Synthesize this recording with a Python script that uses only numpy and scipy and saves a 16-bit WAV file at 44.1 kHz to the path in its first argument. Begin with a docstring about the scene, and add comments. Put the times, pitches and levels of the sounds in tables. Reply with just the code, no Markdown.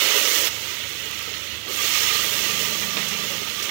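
"""Sliced onions fry in a deep metal pot, the microphone close by, almost all on the right channel. At first
water flashing to steam in the hot oil sizzles fiercely, tiny bursts and bubbles ringing the pot. At 0.5 s the
sizzle drops abruptly; droplets tick and spit, and a motor drones far away. Near 1.7 s a fresh handful thuds in,
flares up with spurts of steam and slowly calms. Around 3 s a hand gathers wet slices and bumps the bowl, while
the distant motor labours."""
import sys
import numpy as np
from scipy import signal
from scipy.fft import rfft, irfft, next_fast_len
from scipy.io import wavfile
from scipy.ndimage import uniform_filter1d

SR = 44100
rng = np.random.default_rng(int(sys.argv[2]) if len(sys.argv) > 2 else 0)


def unload_audio(sound):
    """Save the sound as a 16-bit wav file, at the path given as the first command line argument."""
    columns = np.transpose(np.atleast_2d(sound))
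    # keep every value between -1 and 1, then stretch to whole-number steps
    steps = np.round(np.clip(columns, -1, 1) * 32767)
    wavfile.write(sys.argv[1], SR, steps.astype(np.int16))


N = 163170
T = np.arange(N) / SR

# strength of the frying: t/s, crackle level/dB, steam hiss level/dB, fine fizz level/dB
FRYING = [(0, -23, -28.5, -27.5), (.13, -23, -27.5, -29.5), (.24, -24.5, -26, -27),
          (.37, -23.5, -28.5, -28.5), (.477, -25.5, -30, -30.5), (.497, -34, -40, -41.5),
          (.72, -32.5, -40, -41), (.92, -34.5, -41.5, -42.5), (1.22, -34, -40.5, -41.5),
          (1.28, -35, -43.5, -44.5), (1.65, -36.5, -44.5, -46), (1.74, -32, -35.5, -34.5),
          (1.86, -26.5, -30, -31), (2.07, -24.5, -30, -31.5), (2.28, -28, -33, -32),
          (2.66, -28, -33.5, -34), (2.76, -30, -35, -35.5), (3.1, -31, -36, -38), (3.6, -31.5, -38.5, -39)]
# spectrum of bursts in the oil: f/Hz, level/dB
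CRACKLE_COLOUR = [(790, -15), (900, -8), (1080, -11), (1170, -4.5), (1400, -9), (1760, -8), (1880, -1.5),
                  (2400, -2.5), (2900, 0), (3450, 0), (3750, -5), (4200, -3.5), (4750, -12)]


def undb(db):
    return 10 ** (np.asarray(db) / 20)


def unit(x):
    """Scale to rms 1."""
    return x / np.sqrt(np.mean(x ** 2))


def curve(table, column=1):
    """Gain over time from a dB column."""
    table = np.array(table)
    return undb(np.interp(T, table[:, 0], table[:, column]))


def walk(rate_hz):
    """Smooth random wandering, spread 1."""
    path = np.interp(T * rate_hz, np.arange(1000), rng.standard_normal(1000))
    return unit(uniform_filter1d(path, int(SR / rate_hz / 2)))


def colour(x, points, skirt_db=0):
    """Causal filter through (f/Hz, level/dB) points, falling by skirt_db per octave outside them."""
    hz, db = np.array(points, float).T
    size = 2 * next_fast_len(N // 2 + 4096)
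    octave = np.log2(np.maximum(np.arange(size // 2 + 1) * SR / size, 1))
    knots = np.log2(hz)
    outside = np.abs(octave - np.clip(octave, knots[0], knots[-1]))
    gain = undb(np.interp(octave, knots, db) - np.minimum(skirt_db * outside, 70))
    cepstrum = irfft(np.log(gain))
    cepstrum[1:size // 2] *= 2  # fold to minimum phase
    cepstrum[size // 2 + 1:] = 0
    return irfft(rfft(x, size) * np.exp(rfft(cepstrum)))[:N]


def bursts(per_s, spread_db):
    """Random clicks, many small and a few large."""
    fires = rng.random(N) < per_s / SR
    size = np.minimum(rng.exponential(size=N), 6)
    sign = rng.choice([-1, 1], N)
    return unit(fires * sign * undb(spread_db * size))


def puffs(events, decay_s):
    """Noise that starts sharply at each (t/s, level/dB) event and dies away."""
    envelope = sum(undb(db) * (T >= s) * np.exp(-np.abs(T - s) / decay_s) for s, db in events)
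    return envelope * rng.standard_normal(N)


def room(x, spots=8, decay_s=0.019, wet_db=-2):
    """Sound comes from ever-changing spots, each with its own short tail off pot walls and kitchen."""
    t = T[:6000]
    shares = np.array([walk(120) for _ in range(spots)])
    shares /= np.sqrt(np.sum(shares ** 2, axis=0))
    tails = rng.standard_normal((spots, len(t))) * np.exp(-t / decay_s) * (t > .001)
    wet = sum(signal.fftconvolve(x * share, tail / np.linalg.norm(tail))[:N]
              for share, tail in zip(shares, tails))
    return (x + undb(wet_db) * wet) / np.hypot(1, undb(wet_db))


def pot_ring(x, lands_s=1.61, settles_s=0.16):
    """The pot and the air in it add their modes; fresh slices drive them differently."""
    # f/Hz, width/Hz, level/dB before the handful lands, level/dB after
    modes = [(390, 28, -5, -2), (538, 36, -0.5, -1), (1150, 57, -3, 3), (1274, 47, 1, -27),
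             (1912, 15, -5, -6), (2180, 22, -13, -7), (2620, 35, -4, 0.5), (2852, 20, 2, -3),
             (3407, 70, -9, -18)]
    landed = np.clip((T - lands_s) / settles_s, 0, 1)
    out = x
    for hz, width, before, after in modes:
        motion = signal.lfilter(*signal.iirpeak(hz, hz / width, SR), x)
        radiated = np.diff(motion, prepend=0) * SR / (2 * np.pi * hz)
        out = out + undb(before + landed * (after - before)) * radiated
    return out


def motor(turn_hz=26.1, waver=0.0124, labour_s=2.99, labour_width_s=0.85):
    """Far off, a motor drones unevenly over a low rumble; its upper orders swell as it labours."""
    level = [(0, -67), (.45, -49.5), (1.8, -48), (2.45, -44), (3.05, -43), (3.7, -50.5)]  # drone: t/s, level/dB
    orders = [(3, -3, -7.5), (4, -3.5, -3), (5, -16, 5.5), (6, -13.5, 9), (7, -12, 9), (8, -11.5, 12)]  # multiple of turn_hz, level/dB, change/dB as it labours
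    phase = 2 * np.pi * np.cumsum(turn_hz * (1 + waver * walk(5))) / SR
    labour = np.exp(-((T - labour_s) / labour_width_s) ** 2)
    drone = np.zeros(N)
    for order, db, change in orders:
        flicker_db = 2.5 * walk(rate_hz=22)
        tone = np.sin(order * phase + 2 * np.pi * rng.random())
        drone += undb(db + change * labour + flicker_db) * tone
    spectrum = [(25, -26), (55, -9), (85, -1.5), (200, 0), (300, -2), (600, -16)]  # f/Hz, level/dB
    rumble = unit(colour(rng.standard_normal(N), spectrum, skirt_db=17))
    return drone * curve(level) + undb(-52) * rumble


def rustles():
    """In the bowl, wet slices crunch and slide as the hand gathers them."""
    grabs = [(2.805, 0.056, -30.5), (2.957, 0.12, -31), (3.098, 0.072, -35)]  # t/s, length/s, level/dB
    spectrum = [(600, -12.5), (1500, -5), (2200, 4.5), (3000, -5), (5000, -8.5)]  # f/Hz, level/dB
    grip = sum(undb(db) * np.sin(np.pi * np.clip((T - s) / length, 0, 1)) for s, length, db in grabs)
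    crunch = room(bursts(per_s=1500, spread_db=3.3))
    return grip * unit(colour(crunch, spectrum, skirt_db=13))


def bowl_bumps():
    """The fingers dig through the slices and bump the bowl: a dull, quick clack."""
    hits = [(2.969, -12), (2.983, -23)]  # t/s, level/dB
    spectrum = [(180, -9), (400, -3), (580, 0), (800, -12), (1200, 0), (1600, -6), (2200, 1), (3300, -1),
                (4500, -9), (7000, -15)]  # f/Hz, level/dB
    return colour(puffs(hits, decay_s=0.011), spectrum, skirt_db=18)


def slice_thuds():
    """Wet slices thud softly against the bottom of the pot."""
    landings = [(1.668, -32.5), (1.695, -35)]  # t/s, level/dB
    spectrum = [(200, 4), (350, 13.5), (800, -2), (1300, 1), (2500, -3)]  # f/Hz, level/dB
    return pot_ring(colour(puffs(landings, decay_s=0.037), spectrum, skirt_db=12))


def droplet_ticks():
    """Single droplets snap on the hot metal."""
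    snaps = [(1.057, -26), (1.112, -26), (1.19, -28), (1.228, -25.5), (1.893, -18)]  # t/s, level/dB
    spectrum = [(3000, 3), (6500, 2), (10000, -7), (14500, 4.5)]  # f/Hz, level/dB
    return colour(puffs(snaps, decay_s=0.0014), spectrum, skirt_db=28)


def steam_spurts():
    """Pockets of steam escape from under the slices with a brief bright hiss."""
    escapes = [(2.135, -25), (3.085, -28), (3.625, -26.5)]  # t/s, level/dB
    spectrum = [(5500, 6.5), (10000, -8), (15000, -3)]  # f/Hz, level/dB
    return colour(puffs(escapes, decay_s=0.022), spectrum, skirt_db=21)


def oil_spits():
    """Larger drops burst in a short spray that rings the pot."""
    drops = [(1.339, -21.5), (1.541, -24.5), (1.951, -25), (2.04, -19), (2.352, -18), (3.628, -26),
             (3.692, -17)]  # t/s, level/dB
    return pot_ring(colour(puffs(drops, decay_s=0.012), CRACKLE_COLOUR, skirt_db=20))


def low_bubbling():
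    """Bubbling under the slices sounds the low modes of the pot."""
    level = [(0, -36), (.47, -36.5), (.5, -49), (1.37, -48.5), (1.65, -51), (1.68, -44.5), (2.5, -41.5),
             (3.7, -46.5)]  # t/s, level/dB
    spectrum = [(255, -13), (325, -1.5), (365, -3.5), (415, -1), (545, -3), (640, -8.5), (780, -18.5)]  # f/Hz, level/dB
    pops = room(bursts(per_s=1400, spread_db=3))
    return unit(pot_ring(colour(pops, spectrum, skirt_db=26.5))) * curve(level)


def bubble_pings(per_s=200, centre_hz=2980, spread_octaves=0.28, decay_cycles=6.1):
    """Small bubbles open at the surface, each a short ping."""
    out, t = np.zeros(N + 1024), T[:1024]
    for when, pitch, size in rng.random((int(per_s * N / SR), 3)):
        octaves = spread_octaves * np.log((pitch + .02) / (1.02 - pitch)) / 2
        hz = centre_hz * 2 ** octaves
        ping = np.sin(2 * np.pi * hz * t) * np.exp(-t * hz / decay_cycles)
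        start = int(when * N)
        out[start:start + 1024] += (size + 0.047) ** -.45 * ping
    return unit(out[:N])


def fine_fizz():
    """The densest tiny bursts make a fizz at the very top."""
    spectrum = [(6900, -7.5), (7600, -3.5), (9000, -7.5), (11400, -8.5), (11800, -4), (13000, -5.5),
                (15000, 1.5), (16200, -2.5)]  # f/Hz, level/dB
    pops = room(bursts(per_s=12000, spread_db=3))
    return unit(colour(pops, spectrum, skirt_db=55)) * curve(FRYING, column=3)


def steam_hiss():
    """Tiny bursts of steam merge into a hiss."""
    spectrum = [(4400, -5), (4750, -4), (5400, 0.5), (6800, 0.5), (7050, -6.5)]  # f/Hz, level/dB
    pops = room(bursts(per_s=7300, spread_db=3))
    return unit(colour(pops, spectrum, skirt_db=34.5)) * curve(FRYING, column=2)


def oil_crackle(ping_db=-11):
    """Steam bursts and quieter bubble pings ring the pot."""
    pops = room(bursts(per_s=6500, spread_db=2.5))
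    ringing = unit(pot_ring(colour(pops, CRACKLE_COLOUR, skirt_db=23.5)))
    pings = unit(pot_ring(room(bubble_pings())))
    return unit(ringing + undb(ping_db) * pings) * curve(FRYING)


def frying(sputter_db=0.43, swell_db=0.7):
    """Close to the microphone, water flashes to steam in the oil; all the layers sputter together."""
    sputter = undb(sputter_db * walk(rate_hz=36.36))
    crackle = oil_crackle()
    treble = fine_fizz() + steam_hiss()
    bubbling = low_bubbling()
    swell = undb(swell_db * walk(rate_hz=11))
    return sputter * (crackle + swell * treble + bubbling)


def scene():
    """Everything reaches the right channel; the left gets only a faint dull leak and hiss."""
    leak = [(30, -38), (75, -23.5), (220, -27), (500, -32), (3000, -47.5), (6000, -55), (15000, -52)]  # filter on the left channel: f/Hz, level/dB
    hiss_colour = [(100, -2.5), (600, -3), (3000, 3), (7000, -2.5), (15000, -5.5)]  # f/Hz, level/dB
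    sizzle = frying() + oil_spits() + steam_spurts() + droplet_ticks()
    right = 2 * (sizzle + rustles() + bowl_bumps() + slice_thuds() + motor())
    hiss = np.std(right) * unit(colour(rng.standard_normal(N), hiss_colour))
    left = colour(undb(-3.5) * right + undb(-1) * hiss, leak)
    return np.array([left, right])


def record(dry):
    """The recorder cuts the top steeply above 15750 Hz."""
    return signal.sosfilt(signal.ellip(12, .2, 80, 15750, fs=SR, output="sos"), dry)


dry = scene()
out = record(dry)
unload_audio(out)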